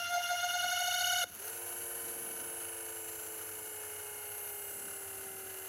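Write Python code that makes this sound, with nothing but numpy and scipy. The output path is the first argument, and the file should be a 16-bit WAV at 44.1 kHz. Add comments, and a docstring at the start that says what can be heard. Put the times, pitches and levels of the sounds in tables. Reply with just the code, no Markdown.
"""Motor-driven card disc with a rattling shaft

A small motor spins up a light card disc on a table; its shaft rattles in the loose bearing. First a loud squeal
throbs with each turn: harmonics split into lines one turn apart. After a sudden slip, a gliding note, comes a
slower whirl of light knocks: low lines mixed with the shaft speed and a comb coloured by the casing resonances.
Filtered noise gives brush hiss, a scrape once a turn and a low room rumble; a wavering sine gives mains hum."""
import sys
import numpy as np
from scipy import signal
from scipy.fft import rfft, irfft
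from scipy.io import wavfile

SR = 44100
rng = np.random.default_rng(int(sys.argv[2]) if len(sys.argv) > 2 else 0)


def wav_out(sig):
    """Save sig, one row per channel (or a flat mono array), as 16-bit PCM at SR to the path in sys.argv[1]."""
    wavfile.write(sys.argv[1], SR, np.round(np.clip(np.atleast_2d(sig).T, -1, 1) * 32767).astype(np.int16))


def attenuation_scalar(level_db):
    """Turn a level in dB into a linear amplitude multiplier (20 dB per decade)."""
    decades = np.asarray(level_db, float) / 20
    return 10 ** decades


N = 250488
TIME = np.arange(N) / SR

# brush and bearing hiss in the table top: f/Hz, relative density/dB
TABLE_SPECTRUM = [(280, -15), (480, -6), (718, -7), (815, -12.5), (954, -5.5), (1120, -15.5), (1440, -2),
                  (1880, -12), (2420, -13.5), (2920, -6.5), (3380, -19.5), (4530, -13.5), (5000, -23.5),
                  (6500, -7), (11000, -120)]
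# falling note as the shaft slips out of the squeal: start/s, peak/dB, from/Hz, to/Hz, length/s
SLIP_NOTE = (1.23, -41, 640, 430, .022)
CUT_S = SLIP_NOTE[0] + SLIP_NOTE[4] / 2   # mid-slip: the squeal is cut
CATCH_S, COMB_ATTACK_S = 1.36, .12   # the whirl sets in; attack of its comb and scrape


def in_time(rows):
    """Columns of a table against t/s, read at every sample."""
    s, *columns = np.transpose(rows)
    return [np.interp(TIME, s, c) for c in columns]


def angle(hz):
    """Running phase of a rate curve, rad."""
    return 2 * np.pi * np.cumsum(hz) / SR


def rise(start_s, attack_s):
    """0 until the start, then exponentially towards 1."""
    return 1 - np.exp(-np.maximum(TIME - start_s, 0) / attack_s)


def drift(rate_hz, size=N):
    """Slow random curve of spread 1: two-pole low-passed noise, made at SR / 8."""
    r = np.exp(-16 * np.pi * rate_hz / SR)
    noise = rng.standard_normal(size // 8 + 3002)
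    slow = signal.lfilter([1], [1, -2 * r, r * r], noise)[3000:]   # settled part
    return np.interp(np.arange(size) / 8, np.arange(len(slow)), slow / slow.std())


def spectrum_db(spectrum, hz):
    """A spectrum table read on a log frequency axis, -90 dB outside it."""
    points = np.array(spectrum)
    return np.interp(np.log(hz), np.log(points[:, 0]), points[:, 1], -90, -90)


def coloured(spectrum):
    """Noise of rms 1 with the given spectrum."""
    hz = np.fft.rfftfreq(N, 1 / SR) + 1
    x = irfft(rfft(rng.standard_normal(N)) * attenuation_scalar(spectrum_db(spectrum, hz)), N)
    return x / x.std()


def room():
    """Wavering mains hum, deep noise and passing low rumbles."""
    # passing rumbles: t/s, peak level/dB, 1/e half length/s
    passing = [(0.673, -71, 0.049), (2.027, -66, 0.083), (2.257, -60, 0.13), (2.48, -66, 0.095),
               (4.84, -62.5, 0.12), (5.35, -70, 0.17)]
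    # deep noise: f/Hz, relative density/dB
    deep_spectrum = [(12, -60), (20, -31), (65, -11.5), (92, -2), (113, -17), (124, -22), (140, -19),
                     (180, -29), (310, -120)]
    hum_hz, hum_db, deep_db, rumble_floor_db = 100.8, -69.5, -70.5, -71.5
    hum_phase = 2 * np.pi * hum_hz * TIME + .5 * drift(12.0)
    hum = np.sqrt(2) * attenuation_scalar(hum_db + 2.0 * drift(5.1)) * np.sin(hum_phase)
    swells = sum(attenuation_scalar(db) * np.exp(-((TIME - s) / half_s) ** 2) for s, db, half_s in passing)
    floor = attenuation_scalar(rumble_floor_db + 2.0 * drift(1.8))
    rumble = (floor + swells) * coloured([(120, -4), (160, 2), (300, 4.0), (400, 1.0)])
    return hum + rumble + attenuation_scalar(deep_db) * coloured(deep_spectrum)


def surge_db():
    """A brief level bump as the whirl catches."""
    peak_db, peak_after_s = 2, 0.065
    part = np.maximum(TIME - CATCH_S, 0) / peak_after_s
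    return peak_db * part * np.exp(1 - part)


def hiss_db(start_db, squeal_db_per_s, slipped_db, whirl_db, whirl_db_per_s):
    """A ramp during the squeal; a drop at the slip, a return, a surge and a slow trend."""
    return_s = 0.056
    later = slipped_db + (whirl_db - slipped_db) * rise(CUT_S, return_s)
    later = later + surge_db() + whirl_db_per_s * (TIME - CUT_S)
    return np.where(TIME < CUT_S, start_db + squeal_db_per_s * TIME, later)


def hiss(turn, knock):
    """Brush and bearing rubbing noise: pulses with each turn in the table top, also with each knock in the casing."""
    # both levels: start/dB, squeal slope/(dB/s), just after the slip/dB, whirl/dB, whirl slope/(dB/s)
    table_level = (-61.5, 0, -63, -54, -0.66)
    casing_level = (-52.5, 2, -62, -48.5, -1.27)
    # hiss in the casing: f/Hz, relative density/dB
    casing_spectrum = [(4000, -44), (5000, -26), (5900, -18), (6500, -11), (7000, -19), (7400, -14),
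                       (8200, -20), (9700, -14), (10500, -4), (11900, -5), (12500, -13), (13200, -10),
                       (14200, -18), (15000, -14), (16000, -15)]
    table_pulse = 1 + 0.18 * np.cos(turn - 1.3) + 0.074 * np.cos(2 * turn)
    table = attenuation_scalar(hiss_db(*table_level)) * table_pulse * coloured(TABLE_SPECTRUM)
    casing_pulse = (1 + 0.38 * np.cos(knock)) * (1 + 0.12 * np.cos(2 * turn - .4))
    casing = attenuation_scalar(hiss_db(*casing_level)) * casing_pulse * coloured(casing_spectrum)
    return attenuation_scalar(2.1 * drift(61.0)) * (table + casing)


def side_tone():
    """A faint rising sine beside the squeal, wavering in level."""
    # t/s, f/Hz, mean level/dB
    pitch_and_level = [(0, 900, -66), (.25, 958, -69), (.73, 1027, -73), (1.0, 1050, -90)]
    hz, db = in_time(pitch_and_level)
    return np.sqrt(2) * attenuation_scalar(db + 3.0 * drift(7.9)) * np.sin(angle(hz))


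def scrape(turn):
    """One noise burst a turn in the whirl, coloured by the table top and wavering in level."""
    # f/Hz, relative density/dB
    scrape_spectrum = [(1100, -23), (1350, -2), (1460, -4.5), (1650, -7), (2400, -30), (2750, -5),
                       (2950, 0), (3300, -42)]
    catch_db, db_per_s, sharpness, burst_rad = -58, 1, 6.2, 0.92
    burst = np.exp(sharpness * (np.cos(turn - burst_rad) - 1))
    level = attenuation_scalar(catch_db + db_per_s * (TIME - CATCH_S) + 2.5 * drift(5.0))
    return level * rise(CATCH_S, COMB_ATTACK_S) * burst * coloured(scrape_spectrum)


def slip():
    """The shaft slips out of the squeal: a brief sine gliding down under a sin^2 envelope."""
    start_s, peak_db, from_hz, to_hz, length_s = SLIP_NOTE
    part = np.clip((TIME - start_s) / length_s, 0, 1)
    glide = np.sin(angle(from_hz + (to_hz - from_hz) * part))
    return attenuation_scalar(peak_db) * np.sin(np.pi * part) ** 2 * glide


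def casing_db(hz):
    """Gain of the casing: its resonances over a weak plateau in the treble."""
    # f/Hz, width/Hz, peak gain over the plateau's power/dB
    resonances = [(7330, 90, -6), (7750, 400, -13), (9000, 900, -14), (10550, 260, 2), (11250, 260, -4),
                  (12050, 330, -6), (13200, 600, -11), (15000, 700, -15)]
    plateau_db = -24
    power = attenuation_scalar(2 * plateau_db) / (1 + (6500 / hz) ** 6)
    for centre_hz, width_hz, db in resonances:
        power = power + attenuation_scalar(2 * db) / (1 + (2 * (hz - centre_hz) / width_hz) ** 2)
    return 10 * np.log10(power)


def low_family(turn, knock):
    """A low tone and its partners, evenly spaced around two whirl lines."""
    # low tone: t/s, f/Hz, level/dB
    low_tone = [(1.36, 326, -100), (1.45, 338, -70), (1.6, 353.4, -58), (1.9, 353.5, -58), (2.8, 342, -59),
                (3.6, 330, -64), (4.6, 315, -88)]
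    hz, db = in_time(low_tone)
    main = 2 * knock - 2 * turn
    step = main - angle(hz)
    # multiple of main, steps, relative level/dB; the first is the low tone itself
    partners = [(1, -1, 0.0), (1, 1, -6.0), (1, 2, -8.0), (2, 1, -8.0), (2, -1, -9.0), (2, -2, -7.0)]
    lines = sum(attenuation_scalar(d + 0.5 * drift(11.0)) * np.sin(k * main + m * step) for k, m, d in partners)
    return np.sqrt(2) * attenuation_scalar(db) * lines


def fine_lines(turn, knock_hz, knock):
    """No two knocks of a turn are alike, so faint lines one turn apart surround each low overtone."""
    base_db = -69   # before the table-top spectrum
    out, facing = np.zeros(N), np.exp(1j * turn)
    for k in range(2, 14):
        spread_db, start_rad = rng.normal(0, 4, 9), rng.uniform(0, 2 * np.pi, 9)
        pattern = np.polyval(attenuation_scalar(spread_db) * np.exp(1j * start_rad), facing) / facing ** 4   # -4 to +4 turns
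        level = attenuation_scalar(base_db + spectrum_db(TABLE_SPECTRUM, k * knock_hz) + 1.9 * drift(1.9))
        out += level * np.real(pattern * np.exp(1j * k * knock))
    return out


def low_lines(turn, knock, settled):
    """Clean low lines of the whirl, at knock rate multiples mixed with shaft speed multiples."""
    # multiple of knock rate, multiple of shaft speed, level at 1.7 s before trim and swell/dB, slope/(dB/s)
    mixed_lines = [(2, -2, -55, .1), (2, -1, -72, 0), (2, 0, -72, 0), (2, 1, -70, 0), (3, 0, -65, -.3),
                   (4, -4, -64, 0), (6, -1, -68, 0), (6, 0, -59, -1.4), (6, 1, -64, -1), (9, 0, -65, .3),
                   (9, -1, -73, 0), (12, 0, -70, .4)]
    # multiples 4 and 9 swell for a while: t/s, gain/dB, 1/e half length/s
    line_swell = (4.2, 4, .7)
    trim_db, delay_s, attack_s = -0.5, .018, .025
    swell_s, swell_peak_db, half_s = line_swell
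    swell_db = swell_peak_db * np.exp(-((TIME - swell_s) / half_s) ** 2)
    out = np.zeros(N)
    for k, m, db, db_per_s in mixed_lines:
        level_db = db + db_per_s * (TIME - 1.7) + 1.0 * drift(3.0)
        if k in (4, 9):
            level_db = level_db + swell_db
        if k == 6:
            level_db = level_db + 1.5 * drift(15.0)
        line = attenuation_scalar(level_db) * np.sin(k * knock + m * turn + k * m)
        out += line * settled if k >= 6 else line
    return attenuation_scalar(trim_db + surge_db()) * rise(CATCH_S + delay_s, attack_s) * out


def whirl(turn, knock_hz, knock):
    """Steady knocks: low lines mixed with the shaft speed, and a comb of high overtones coloured by the casing."""
    # gain of the comb: t/s, gain/dB
    comb_gain = [(2.3, 0), (3.7, -1.5), (4.8, -1), (5.68, -1.5)]
    # overtones that stand out or fall back: multiple of knock rate, gain/dB
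    odd_overtones = {43: 2, 45: 1.5, 47: 4, 48: -7, 51: 5}
    knock_db, every_third_db = -54.5, 4   # before the casing gain
    settled = attenuation_scalar(in_time(comb_gain)[0]) * rise(CATCH_S, COMB_ATTACK_S)
    out = low_lines(turn, knock, settled) + settled * fine_lines(turn, knock_hz, knock)
    coarse_hz, coarse_index = knock_hz[::256], np.arange(0, N, 256)   # levels vary slowly
    facing = np.exp(1j * turn)
    for k in range(14, 68):
        db = knock_db + casing_db(k * coarse_hz) + every_third_db * (k % 3 == 0)
        db = db + odd_overtones.get(k, 0) + 2.0 * drift(1.0)[::256]
        level = np.interp(np.arange(N), coarse_index, attenuation_scalar(db))
        # each overtone peaks at its own angle of the turn
        throb = 1 + .3 * facing * np.exp(.4j * k) + .2 / facing ** 2 * np.exp(.9j * k)
        out += settled * level * np.real(throb * np.exp(1j * (k * knock + rng.uniform(0, 7.5))))
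    return np.sqrt(2) * out


def squeal(turn):
    """The rattle radiates in a pattern that turns with the disc, so each harmonic splits into lines one turn apart."""
    # t/s, rattle rate before the sag/Hz
    rattle_rate = [(0, 700.7), (.35, 711.7), (.75, 725), (1.2, 733.5)]
    # harmonics 1, 2, ..: side lines before the swell/dB, centre over side lines at 0 s/dB,
    # upper over lower side line/dB, pattern angle/turns
    harmonics = [(-40, 5.5, -8, .68), (-43.5, -15, -6, 0.56), (-56.5, -15, -10.5, 0.83),
                 (-51, -19, 6, 0.14), (-58, -35, -1.5, 0.56), (-61, -35, 0.5, 0.628), (-69, -24, -4, 0.635),
                 (-62.5, -26, 0, 0.13), (-59.5, -1.5, -1, 0.664)]
    # rasp between the harmonics: f/Hz, relative density/dB
    rasp_spectrum = [(1200, -2), (1900, -5.5), (2500, -1), (3200, -3), (4000, -8.5), (5500, -5),
                     (6500, 1.5), (7500, -29)]
    # the table top radiates poorly here: f/Hz, width/Hz
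    table_dips = [(1090, 546), (2480, 410)]
    low_cut_hz = 712   # the squeal is cut away below here
    sag_hz, sag_s = 24.93, 0.01425   # the rate sags just before the cut
    cut_db, cut_length_s, tail_db_per_s = -16, 0.002, -160   # the slip leaves a faint tail that dies away
    high_db = -64.5   # harmonics 10 to 18, before the casing gain
    centre_fade_db_per_s, outer_db = -15, -7   # the throb turns from once to twice a turn
    swell_db_per_s, brighten_db_per_s_octave = -1, 3.5
    rasp_db, rasp_db_per_s = -49, 0.5

    size = round(1.5 * SR)
    t, turn = TIME[:size], turn[:size]
    after_s = t - CUT_S
    sag = sag_hz * np.exp(np.minimum(after_s, 0) / sag_s) * (after_s < 0)
    hz = in_time(rattle_rate)[0][:size] - sag
    db = cut_db * np.clip(after_s / cut_length_s, 0, 1) + tail_db_per_s * np.maximum(after_s, 0)
    # uneven timing blurs the high harmonics
    rattle = angle(hz) + .15 * drift(12.0, size) + .11 * drift(120.0, size)
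    # the rate wobbles within each turn
    rattle = rattle + 0.37 * np.sin(2 * turn + .5) + 0.15 * np.sin(turn + 1.7)

    high = [(high_db + casing_db(k * hz.mean()), 0, 0, rng.random()) for k in range(10, 19)]
    out = np.zeros(N)
    for k, (side_db, centre_db, lean_db, pattern_turns) in enumerate(harmonics + high, 1):
        facing = np.exp(1j * (turn - 2 * np.pi * pattern_turns))
        centre = attenuation_scalar(centre_db + centre_fade_db_per_s * t)
        pattern = attenuation_scalar(-lean_db / 2) / facing + centre + attenuation_scalar(lean_db / 2) * facing
        pattern = pattern + attenuation_scalar(outer_db) * np.log2(k) * (facing ** 2 - .6j / facing ** 2)
        swell = swell_db_per_s + brighten_db_per_s_octave * np.log2(k)
        level = attenuation_scalar(db + side_db + swell * np.minimum(t, 1.1) + 2.0 * drift(80.0, size))
        # harmonics roughly in step: one-sided pulses
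        carrier = np.exp(1j * (k * rattle + rng.uniform(-1.1, 0.39)))
        out[:size] -= np.sqrt(2) * level * np.real(pattern * carrier)

    rasp_level = attenuation_scalar(db + rasp_db + rasp_db_per_s * t) * (1 + .5 * np.cos(rattle))
    out[:size] += rasp_level * coloured(rasp_spectrum)[:size]
    for dip_hz, width_hz in table_dips:
        out[:size] = signal.lfilter(*signal.iirnotch(dip_hz, dip_hz / width_hz, SR), out[:size])
    low_cut = signal.butter(4, low_cut_hz, "high", fs=SR, output="sos")
    out[:size] = signal.sosfilt(low_cut, out[:size])
    return out


def scene():
    """Sums room and motor; the motor parts other than the side tone and the slip note share the same shaft and
    knock phases."""
    # t/s, shaft speed/(turns/s)
    shaft_speed = [(0, 3.0), (.6, 10.71), (1.24, 18.74), (1.75, 20.9), (2.95, 25.7), (4.15, 31.1),
                   (5.68, 40.3)]
    # t/s, knock rate once the lag has closed/Hz
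    settled_rate = [(1.36, 250.7), (2.0, 251.4), (2.38, 249.8), (2.51, 248.0), (2.67, 247.9), (3.12, 244.4),
                    (3.4, 244.2), (4.48, 238.6), (5.11, 232.4), (5.5, 230.6), (5.68, 230.4)]
    lag_hz, catch_up_s = 73, .068   # the whirl sets in slow and closes the gap
    turn = angle(in_time(shaft_speed)[0])
    knock_hz = in_time(settled_rate)[0] - lag_hz * (1 - rise(CATCH_S, catch_up_s))
    knock = angle(knock_hz) + .008 * drift(20.0)   # uneven timing
    rubbing = hiss(turn, knock) + scrape(turn)
    rattling = side_tone() + slip() + low_family(turn, knock) + whirl(turn, knock_hz, knock) + squeal(turn)
    return (room() + rubbing + rattling)[None]


def low_pass(x):
    """Removes everything above the highest recorded frequency."""
    return signal.sosfilt(signal.butter(12, 15750, fs=SR, output="sos"), x)


def record(dry):
    """The finished mix is the dry scene with the treble cut off above 15.75 kHz."""
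    return low_pass(dry)


dry = scene()
out = record(dry)
wav_out(out)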